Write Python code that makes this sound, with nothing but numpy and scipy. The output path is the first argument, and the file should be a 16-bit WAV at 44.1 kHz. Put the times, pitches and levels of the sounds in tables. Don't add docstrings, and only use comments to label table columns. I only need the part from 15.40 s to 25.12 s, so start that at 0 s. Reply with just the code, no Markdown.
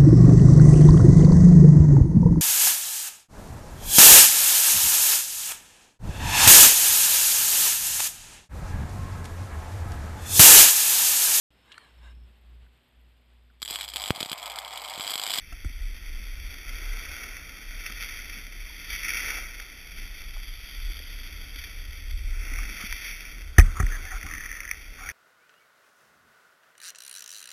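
import sys
import numpy as np
from scipy import signal
from scipy.fft import rfft, irfft, next_fast_len
from scipy.io import wavfile
from scipy.ndimage import uniform_filter1d

SR = 44100
rng = np.random.default_rng(int(sys.argv[2]) if len(sys.argv) > 2 else 0)


def magnitude_from_level(level_db):
    exponent = np.asarray(level_db, float) / 20
    return 10 ** exponent


def wrap_up_sound(samples):
    columns = np.atleast_2d(samples).T
    tamed = np.clip(columns, -1, 1)
    steps = np.round(tamed * 32767).astype(np.int16)
    wavfile.write(sys.argv[1], SR, steps)


N = 428632
MEAN_SCRAPE_DB = -48


def rms_one(x):
    return x / np.sqrt(np.mean(x ** 2) + 1e-20)


def in_time(rows):
    s, *columns = np.transpose(rows)
    return [np.interp(np.arange(N) / SR, s, column) for column in columns]


def swell(s, hold_s, attack_s, release_s):
    corners = np.cumsum([-attack_s, attack_s, abs(hold_s), release_s])
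    return np.interp(np.arange(N) / SR - s, corners, [0, 1, 1, 0])


def drift(rate_hz):
    pole = np.exp(-40 * np.pi * rate_hz / SR)
    noise = rng.standard_normal(N // 20 + 2002)
    slow = signal.lfilter([1], [1, -2 * pole, pole * pole], noise)[2000:]
    return np.interp(np.arange(N) / 20, np.arange(len(slow)), rms_one(slow))


def resonance(x, hz, width_hz):
    r = np.exp(-np.pi * width_hz / SR)
    feedback = [1, -2 * r * np.cos(2 * np.pi * hz / SR), r * r]
    return signal.lfilter(np.array([1, 0, -1]) * (1 - r * r) / 2, feedback, x)


def double_resonance(x, hz, width_hz):
    return resonance(resonance(x, hz, width_hz), hz, width_hz)


def highpass(x, hz):
    return signal.sosfilt(signal.butter(4, hz, "high", fs=SR, output="sos"), x)


def coloured(x, spectrum):
    size = next_fast_len(N)
    hz, level_db = np.transpose(spectrum)
    bins_hz = np.arange(size // 2 + 1) * SR / size + 1e-3
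    shape_db = np.interp(np.log(bins_hz), np.log(hz), level_db, -90, -90)
    return rms_one(irfft(rfft(x, size) * magnitude_from_level(shape_db), size)[:N])


def rings(events, rough, rise_s):
    out, t = np.zeros(N + 4000), np.arange(4000) / SR
    noises = rng.standard_normal((len(events), 4000))
    for (s, peak_db, hz, t60), noise in zip(events, noises):
        fade = magnitude_from_level(-60 * t / max(t60, .002)) * (1 - np.exp(-t / rise_s))
        tone = np.sin(2 * np.pi * hz * t) * fade / fade.max()
        burst = double_resonance(noise * fade, hz, hz * 0.29)
        out[round(s * SR):][:4000] += magnitude_from_level(peak_db) * (tone + rough * burst / np.abs(burst).max())
    return out[:N]


# (time [s], scrape level [dB], how squarely the housing faces it [dB], weight of the board's body [dB])
EDGE_PASSES = [
    [(0.0, -53, -3.5, -6), (0.5, -52.5, -1, -2.5), (1.15, -49, -0.5, 0.5), (1.4, -47, -2, 5.5),
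     (1.75, -43, -2.5, 7), (1.97, -46.5, -6, 5), (2.1, -49.5, -2.5, 3.5), (2.75, -43, -2, -0.5),
     (3.1, -50.5, -2, -1)],
    [(3.47, -46.5, -0.5, -3), (3.6, -40.5, -1, -5.5), (3.68, -34, -7, -4.5), (3.8, -35, -4.5, 1),
     (3.92, -36, -5.5, 8), (4.0, -39.5, -6, 3.5), (4.08, -46.5, -4, 2)],
    [(4.45, -50.5, -0.5, 0), (5.0, -51, 2, 0.5), (5.3, -49.5, 4, -1), (5.6, -50, 3.5, 0.5),
     (6.15, -51, 1, 1), (6.45, -52, 1, 0), (6.8, -52.5, 0.5, -3.5), (6.98, -46.5, -6.5, 3)],
    [(7.18, -42.5, -8, 5), (7.45, -42, -0.5, -1), (7.75, -44, -4, -4.5), (8.12, -56, -1.5, 8)],
    [(8.25, -50.5, -4, 13), (8.6, -49, -2, 12.5), (9.0, -47, -7, 0.5), (9.25, -49, -7, 4),
     (9.45, -51, -3, 1), (9.72, -51.5, -3, 17)],
]
# (time [s], extra level [dB], hold [s])
BITES = [(1.3, 1, 0.15), (1.9, 0, 0.075), (2.457, 4.5, 0.0127), (2.614, 5, 0.0243), (2.938, 2, 0.058),
         (3.5, 6, 0.048), (3.66, 0.5, 0.016), (4.574, 3, 0.077), (4.713, 2, 0.126), (5.107, -1, 0.084),
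         (6.143, 2, 0.26), (6.51, 2, 0.069), (7.483, -0.5, 0.041), (7.627, 4, 0.085), (7.81, 2, 0.12)]


def load():
    scrape_db, facing_db, weight_db = in_time(sum(EDGE_PASSES, []))
    for s, extra_db, hold_s in BITES:
        scrape_db = scrape_db + extra_db * swell(s, hold_s, attack_s=.02, release_s=.03)
    return scrape_db, facing_db, weight_db


def crunch(per_s, spread_db, share, chatter_db):
    sizes = magnitude_from_level(spread_db * np.minimum(rng.exponential(1, N), 4.0)) * rng.choice([-1, 1], N)
    breaking = rng.random(N) < per_s * magnitude_from_level(4.0 * drift(25.0)) / SR
    mix = share * rms_one(sizes * breaking) + (1 - share) * rng.standard_normal(N)
    return rms_one(mix * magnitude_from_level(chatter_db * (drift(77.0) + 0.34 * drift(4.4))))


# (frequency [Hz], width [Hz], signed gain)
HOUSING_MODES = [(1258, 85, -0.953), (1464, 193, 0.9), (1917, 286, 0.63), (2284, 241, -1.17),
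                 (2656, 216, 1), (3285, 266, 0.64), (3660, 240, -0.53)]
HOUSING_LEVELS = [-3.5, 3, 2.5, 0.5, -5.5, 33, 27]


def housing(x):
    x = highpass(x, 1130.0)
    modes = []
    for (hz, width_hz, sign), level_db in zip(HOUSING_MODES, HOUSING_LEVELS):
        modes.append(sign * magnitude_from_level(level_db) * resonance(x, hz, width_hz))
    return sum(modes[:2]), sum(modes[2:5]), sum(modes[5:])


# (frequency [Hz], level [dB per Hz])
BOARD_SPECTRUM = [(150, -60), (250, 7), (480, 4.5), (600, 1.5), (710, 3), (1000, -5), (1180, 1),
                  (1620, -32.5)]


def carve():
    scrape_db, facing_db, weight_db = load()
    extra_db = scrape_db - MEAN_SCRAPE_DB
    low_db = -12.5 + 0.72 * weight_db - 0.035 * extra_db
    top_db = -5.5 + facing_db - 0.088 * extra_db
    board_db = -18.5 + 0.57 * weight_db - 0.42 * extra_db
    snow = crunch(per_s=650.0, spread_db=4.5, share=0.35, chatter_db=0.5)
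    low, middle, top = map(rms_one, housing(snow))
    shell = magnitude_from_level(low_db + 3.0) * low + magnitude_from_level(2.5) * middle + magnitude_from_level(top_db + 4.5) * top
    board = magnitude_from_level(board_db + 4.5) * coloured(snow, BOARD_SPECTRUM)
    return magnitude_from_level(scrape_db) * (shell + board)


# (time [s], peak level [dB], t60 [s])
CHIPS = [(.4628, -40, .02), (1.0934, -41.5, .02), (1.2735, -39, .02), (1.2917, -30, 0.018),
         (1.8317, -28, .02), (2.0916, -32, .02), (2.1849, -38, 0.024), (2.5222, -36, .02),
         (3.4431, -33, .02), (3.4825, -34, 0.0187), (3.984, -34.5, .015), (4.147, -31, .02),
         (5.5677, -32, 0.019), (5.5892, -33, .02), (6.2956, -33.5, .02), (7.1352, -31, .02),
         (7.3657, -29.5, .02), (7.8595, -38.5, .02), (1.9667, -29.5, 0.024), (2.462, -22.5, 0.014),
         (2.6115, -34, .02), (2.623, -21.5, 0.019), (2.6903, -29, 0.043), (2.8958, -30, 0.023),
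         (2.9297, -29.5, 0.024), (3.0662, -33, .02), (3.6456, -22, 0.033), (3.68, -20, 0.035),
         (3.7695, -19.5, .02), (3.9035, -18, 0.023), (4.1986, -25.5, 0.016), (6.158, -28, 0.023),
         (6.1868, -29, 0.067), (6.2373, -28.5, 0.03), (6.7085, -31.5, 0.029), (7.033, -33, 0.036),
         (7.1577, -26, 0.02), (7.1853, -24, 0.035), (7.23, -28, 0.032), (7.4026, -29.5, .02),
         (7.4605, -29, 0.04), (7.5243, -18, 0.0131), (7.8057, -31, .02), (8.0175, -32.5, 0.0193)]


def chips():
    out, t = np.zeros(N + 2000), np.arange(2000) / SR
    facing_db = load()[1]
    noises = rng.standard_normal((len(CHIPS), 2000))
    for (s, peak_db, t60), noise in zip(CHIPS, noises):
        low, middle, top = map(rms_one, housing(noise * magnitude_from_level(-60 * t / max(t60, .003))))
        top_db = -4.0 + 2.4 * facing_db[round(s * SR)]
        burst = magnitude_from_level(-12.0) * low + middle + magnitude_from_level(top_db) * top
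        out[round(s * SR):][:2000] += magnitude_from_level(peak_db) * burst / np.abs(burst).max()
    return out[:N]


# (time [s], first swing [signed amplitude], start pitch [Hz], end pitch [Hz], t60 [s])
KNOCKS = [
    (0.125, -.035, 60, 46, 0.19),
    (0.254, 0.09, 71.5, 64.4, 0.14),
    (8.1827, -0.82, 76, 77, 0.15),
    (8.186, 0.81, 67, 33.5, 0.32),
    (8.401, 0.296, 102.7, 39.2, 0.12),
    (8.432, -0.18, 84, 31, 0.55),
]


def knocks():
    out, t = np.zeros(N), np.arange(N) / SR
    for s, swing, start_hz, end_hz, t60 in KNOCKS:
        age = np.maximum(t - s, 0)
        turns = end_hz * age + (start_hz - end_hz) * 0.0112 * (1 - np.exp(-age / 0.011))
        envelope = magnitude_from_level(-60 * age / t60) * (1 - np.exp(-age / 0.0012))
        out += swing * envelope * np.sin(2 * np.pi * turns)
    return out


# (time [s], peak level [dB], pitch [Hz], t60 [s])
THUDS = [(.123, -47.5, 704, 0.045), (.123, -42, 1340, 0.04), (.123, -45, 1560, .03), (.125, -42, 2700, .03),
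         (.123, -44, 290, 0.054), (.246, -40.5, 1430, 0.02), (.246, -36.5, 280, 0.029),
         (.246, -54, 760, 0.048), (.798, -44.5, 186, 0.032), (1.041, -46, 240, 0.041),
         (2.5, -40.5, 230, 0.044), (.298, -45, 240, .03), (2.969, -45, 206, 0.035), (5.5, -46, 297, 0.035),
         (4.965, -50, 650, 0.018), (4.965, -48, 820, .02), (3.984, -40, 760, .015), (3.3, -51, 950, 0.027),
         (8.925, -46, 290, .09), (8.975, -44, 270, .07), (8.845, -45, 270, .05), (8.184, -26.5, 527, 0.044),
         (1.42, -46, 380, .04), (2.5, -39, 1300, .03), (4.965, -46, 1080, 0.013), (.246, -40, 2100, 0.017),
         (5.6, -45, 460, 0.023), (6.16, -45, 280, 0.037), (7.187, -38, 1200, .04), (7.525, -42, 980, 0.014),
         (7.117, -38.5, 262, 0.058), (7.438, -33.5, 200, 0.03), (8.183, -25, 220, 0.077),
         (8.184, -18.5, 725.4, 0.051), (8.184, -16, 315, 0.041), (8.399, -34, 390, 0.079),
         (8.4, -36, 750, 0.072), (8.428, -43, 293, 0.087), (8.86, -42, 280, 0.048)]


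def thuds():
    return rings(THUDS, rough=0.29, rise_s=0.00064)


# (time [s], peak level [dB], ring [Hz], t60 [s])
LOOSE_PARTS = [(8.165, -42, 1460, 0.0081), (8.1822, -8.5, 1850, 0.024), (8.183, -26, 3175, 0.0087),
               (8.183, -20, 1245, 0.068), (8.194, -14, 2438, 0.011), (8.194, -23, 1490, 0.012),
               (8.1955, -21, 2150, 0.0097), (8.197, -24, 3300, 0.0082), (8.203, -17.5, 1800, 0.0064),
               (8.21, -23.5, 1910, 0.025), (8.259, -36, 2200, 0.012), (8.3991, -21, 1236, 0.013),
               (8.4008, -24, 1840, 0.0157), (8.406, -27.5, 2046, 0.014)]


def rattles():
    return highpass(rings(LOOSE_PARTS, rough=0.84, rise_s=0.0015), 1120.0)


# (time [s], peak level [dB], ring [Hz])
CREAKS = [(8.2787, -44.5, 1750), (8.4268, -27, 1320), (8.4268, -32, 1800), (8.4871, -42.5, 2440),
          (8.5206, -29, 1750), (8.5909, -38, 1310), (8.7088, -35, 1820), (8.888, -31, 2280),
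          (8.925, -31, 1850), (8.4659, -27, 1920), (8.467, -39, 1400), (8.652, -31.5, 2143),
          (8.8123, -33, 2010), (8.829, -25, 1970), (8.865, -26, 2170), (8.901, -31, 2010),
          (8.9121, -28.5, 1900), (8.937, -24.5, 2050), (8.95, -29, 2140), (8.9805, -27.5, 1940),
          (9.006, -29, 1860), (9.0545, -36.5, 2100), (9.0804, -40, 1930), (9.127, -30.5, 2100),
          (9.1711, -34, 2190), (9.2156, -33, 1700), (9.426, -39, 2165), (9.5013, -45, 2140),
          (9.5822, -40, 1900), (9.037, -26.5, 1970), (9.059, -27, 1900), (9.0912, -31, 2010),
          (9.1144, -26, 1950), (9.1517, -30, 1940), (9.204, -25, 2120), (9.2324, -32, 2250),
          (9.2516, -28, 1860), (9.2767, -26.5, 1960), (9.29, -27, 1940), (9.313, -20.5, 1900),
          (9.3121, -17, 2190), (9.333, -34, 1950), (9.3437, -31, 1980), (9.689, -22.5, 1900),
          (9.697, -25.5, 1883)]
# (frequency [Hz], level against the creak [dB])
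PARTNER_MODES = [(1400, -15.5), (1830, -15), (2320, -15)]


def creaks():
    t60 = 0.01
    slips = [(s, db, hz, t60) for s, db, hz in CREAKS]
    for s, db, _ in CREAKS:
        for hz, below_db in PARTNER_MODES:
            slips.append((s, db + below_db + 3.0 * rng.standard_normal(), hz, t60 * 1.3))
    return highpass(rings(slips, rough=0.34, rise_s=0.00091), 1120.0)


# (time [s], level [dB], hold [s], mode of the part under the hand [Hz])
STROKES = [(8.215, -45.5, 0.094, 1300), (8.36, -36.5, 0.045, 1240), (8.37, -43.5, .02, 1890),
           (8.4, -40, 0.018, 1880), (8.517, -33.5, 0.011, 1760), (8.53, -46, 0.038, 1330),
           (8.544, -36.5, .01, 1660), (8.557, -40, .008, 1880), (7.4, -43, 0.022, 1300),
           (8.605, -44, .04, 2100), (8.64, -50, 0.03, 760), (8.662, -42, 0.03, 1780),
           (8.71, -39, .02, 1830), (8.713, -39, 0.053, 1370), (8.72, -48, 0.025, 760),
           (8.747, -40.5, .012, 2120), (8.853, -52, .02, 760), (8.865, -40, 0.018, 1270),
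           (9.6, -44, .12, 2250), (8.887, -40, 0.1, 1850), (8.9, -47, 0.07, 1270), (9.005, -42, .16, 1890),
           (9.027, -48, .03, 1300), (9.11, -51.5, .15, 1360), (9.17, -45.5, 0.09, 1800),
           (9.286, -43, .03, 1800), (9.588, -47, 0.04, 1300), (9.594, -46, .01, 1850),
           (9.61, -56.5, .02, 760), (9.638, -45, 0.04, 1390), (9.655, -52, .02, 760),
           (9.688, -45, .015, 1700)]
# (frequency [Hz], width [Hz], level [dB])
UNDER_HAND = [(760, 38, -2.5), (1300, 310, -3.5), (1800, 220, -2), (2100, 300, -2.5)]


def rub():
    slips = crunch(per_s=1100.0, spread_db=-2.0, share=0.21, chatter_db=-1.5)
    part_hz, widths_hz, trims_db = np.transpose(UNDER_HAND)
    out = np.zeros(N)
    for s, db, hold_s, hz in STROKES:
        ring = rms_one(double_resonance(slips, hz, np.interp(hz, part_hz, widths_hz)))
        level = magnitude_from_level(db + np.interp(hz, part_hz, trims_db))
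        out += level * swell(s, hold_s, attack_s=0.0095, release_s=0.029) * ring
    return out


# (time [s], level [dB])
ARM_SWING = [(0.0, -46), (1.33, -51), (2.49, -58), (3.36, -55.5), (3.81, -49), (4.0, -58.5), (6.98, -41),
             (7.88, -55.5), (8.31, -35), (8.5, -37.5), (9.2, -57.5), (9.72, -45.5)]
# (time [s], level [dB], t60 [s])
SHUDDERS = [
    (8.188, -24.5, 0.38),
    (8.402, -29.5, 0.32),
    (8.57, -48, .3),
    (8.84, -43.5, 0.69),
]


def handling():
    t = np.arange(N) / SR
    wobble = rms_one(double_resonance(rng.standard_normal(N), 70, 15.8))
    fade = sum((t > s) * magnitude_from_level(db - 60 * np.abs(t - s) / t60) for s, db, t60 in SHUDDERS)
    dull = [(50, 9), (90, 1), (200, -10.5), (400, -25), (700, -43)]   # (Hz, dB per Hz)
    shudder = fade * magnitude_from_level(4.0 * drift(30.0)) * coloured(rng.standard_normal(N), dull)
    return magnitude_from_level(in_time(ARM_SWING)[0] - 2.5) * wobble + shudder


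# (time of the peak [s], level [dB], length [s])
GUSTS = [(0.109, -33, 0.072), (0.254, -36, 0.078), (0.443, -32, 0.25), (0.773, -33.5, 0.29),
         (1.031, -34.5, 0.27), (1.316, -35.5, 0.11), (1.504, -32.5, 0.2), (1.699, -36, 0.126),
         (1.923, -38, 0.15), (2.36, -38, 0.23), (2.572, -37, 0.094), (2.864, -41, 0.41),
         (3.243, -37.5, 0.16), (3.522, -36, 0.068), (3.916, -40, 0.55), (4.616, -36.5, 0.24),
         (4.986, -37, 0.7), (5.464, -31.5, 0.19), (5.95, -39, 0.73), (6.187, -39, 0.1),
         (6.456, -35.5, 0.24), (6.72, -33.5, 0.17), (6.868, -27.5, 0.31), (7.2, -30.5, 0.27),
         (7.527, -33.5, 0.058), (7.74, -45, 0.099), (8.108, -39.5, 0.53), (8.753, -35, 0.112),
         (8.966, -38.5, 0.26), (9.51, -40, 0.042)]
# (frequency [Hz], level [dB per Hz])
BUFFET_SPECTRUM = [(8, -30), (14, -14), (24, -8), (33, 3), (42, -6), (60, -16), (100, -32), (170, -62)]
# (frequency [Hz], level [dB per Hz])
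RUSH_SPECTRUM = [(59, -17), (100, 0.5), (145, -2.5), (173, -0.5), (286, -1.5), (450, -13.5), (580, -12.5),
                 (990, -120)]


def wind():
    t, lull_db = np.arange(N) / SR, -46.5
    power = magnitude_from_level(lull_db) ** 2
    for s, db, length_s in GUSTS:
        power = power + magnitude_from_level(db) ** 2 * np.exp(-(4 * (t - s) / length_s) ** 2 / 2)
    gust_db = 10 * np.log10(power)
    buffet = coloured(rng.standard_normal(N), BUFFET_SPECTRUM)
    buffet = buffet / (uniform_filter1d(buffet ** 2, size=SR // 14) + 0.079) ** 0.2
    buffet = magnitude_from_level(gust_db + 1.2) * rms_one(buffet)
    rush_db = -61 + 0.22 * (load()[0] - MEAN_SCRAPE_DB) + 0.039 * (gust_db - lull_db)
    rush = magnitude_from_level(rush_db + 2.4 * drift(5.0)) * coloured(rng.standard_normal(N), RUSH_SPECTRUM)
    return buffet + rush


# (frequency [Hz], level [dB])
FLOODLIGHTS = [(120, -68), (180, -69)]


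def hum():
    t = np.arange(N) / SR
    return sum(magnitude_from_level(db + 1 + 1.4 * drift(3.8)) * np.sin(2 * np.pi * hz * t) for hz, db in FLOODLIGHTS)


def scene():
    snow = carve() + chips()
    hand = knocks() + thuds() + rattles() + creaks() + rub() + handling()
    return (snow + hand + wind() + hum())[None]


def band_limit(x):
    return signal.sosfilt(signal.butter(12, 15110, fs=SR, output="sos"), x)


def record(dry):
    sampling_hz, stairs = 8000, 4
    anti_alias = signal.cheby1(6, .5, 4210, fs=SR, output="sos")
    x = signal.sosfilt(anti_alias, np.clip(dry, -1.05, 1.05))
    coarse = signal.resample_poly(x, sampling_hz // 100, SR // 100, axis=1)
    held = np.repeat(coarse, stairs, axis=1)
    held = signal.resample_poly(held, SR // 100, stairs * sampling_hz // 100, axis=1)
    held = np.pad(held, ((0, 0), (0, 9)))[:, :N]
    top_cut = signal.cheby2(12, 60, 15240 + 600, fs=SR, output="sos")
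    mix = np.clip(signal.sosfilt(top_cut, held), -1, 1)
    return band_limit(mix)


dry = scene()
out = record(dry)
wrap_up_sound(out)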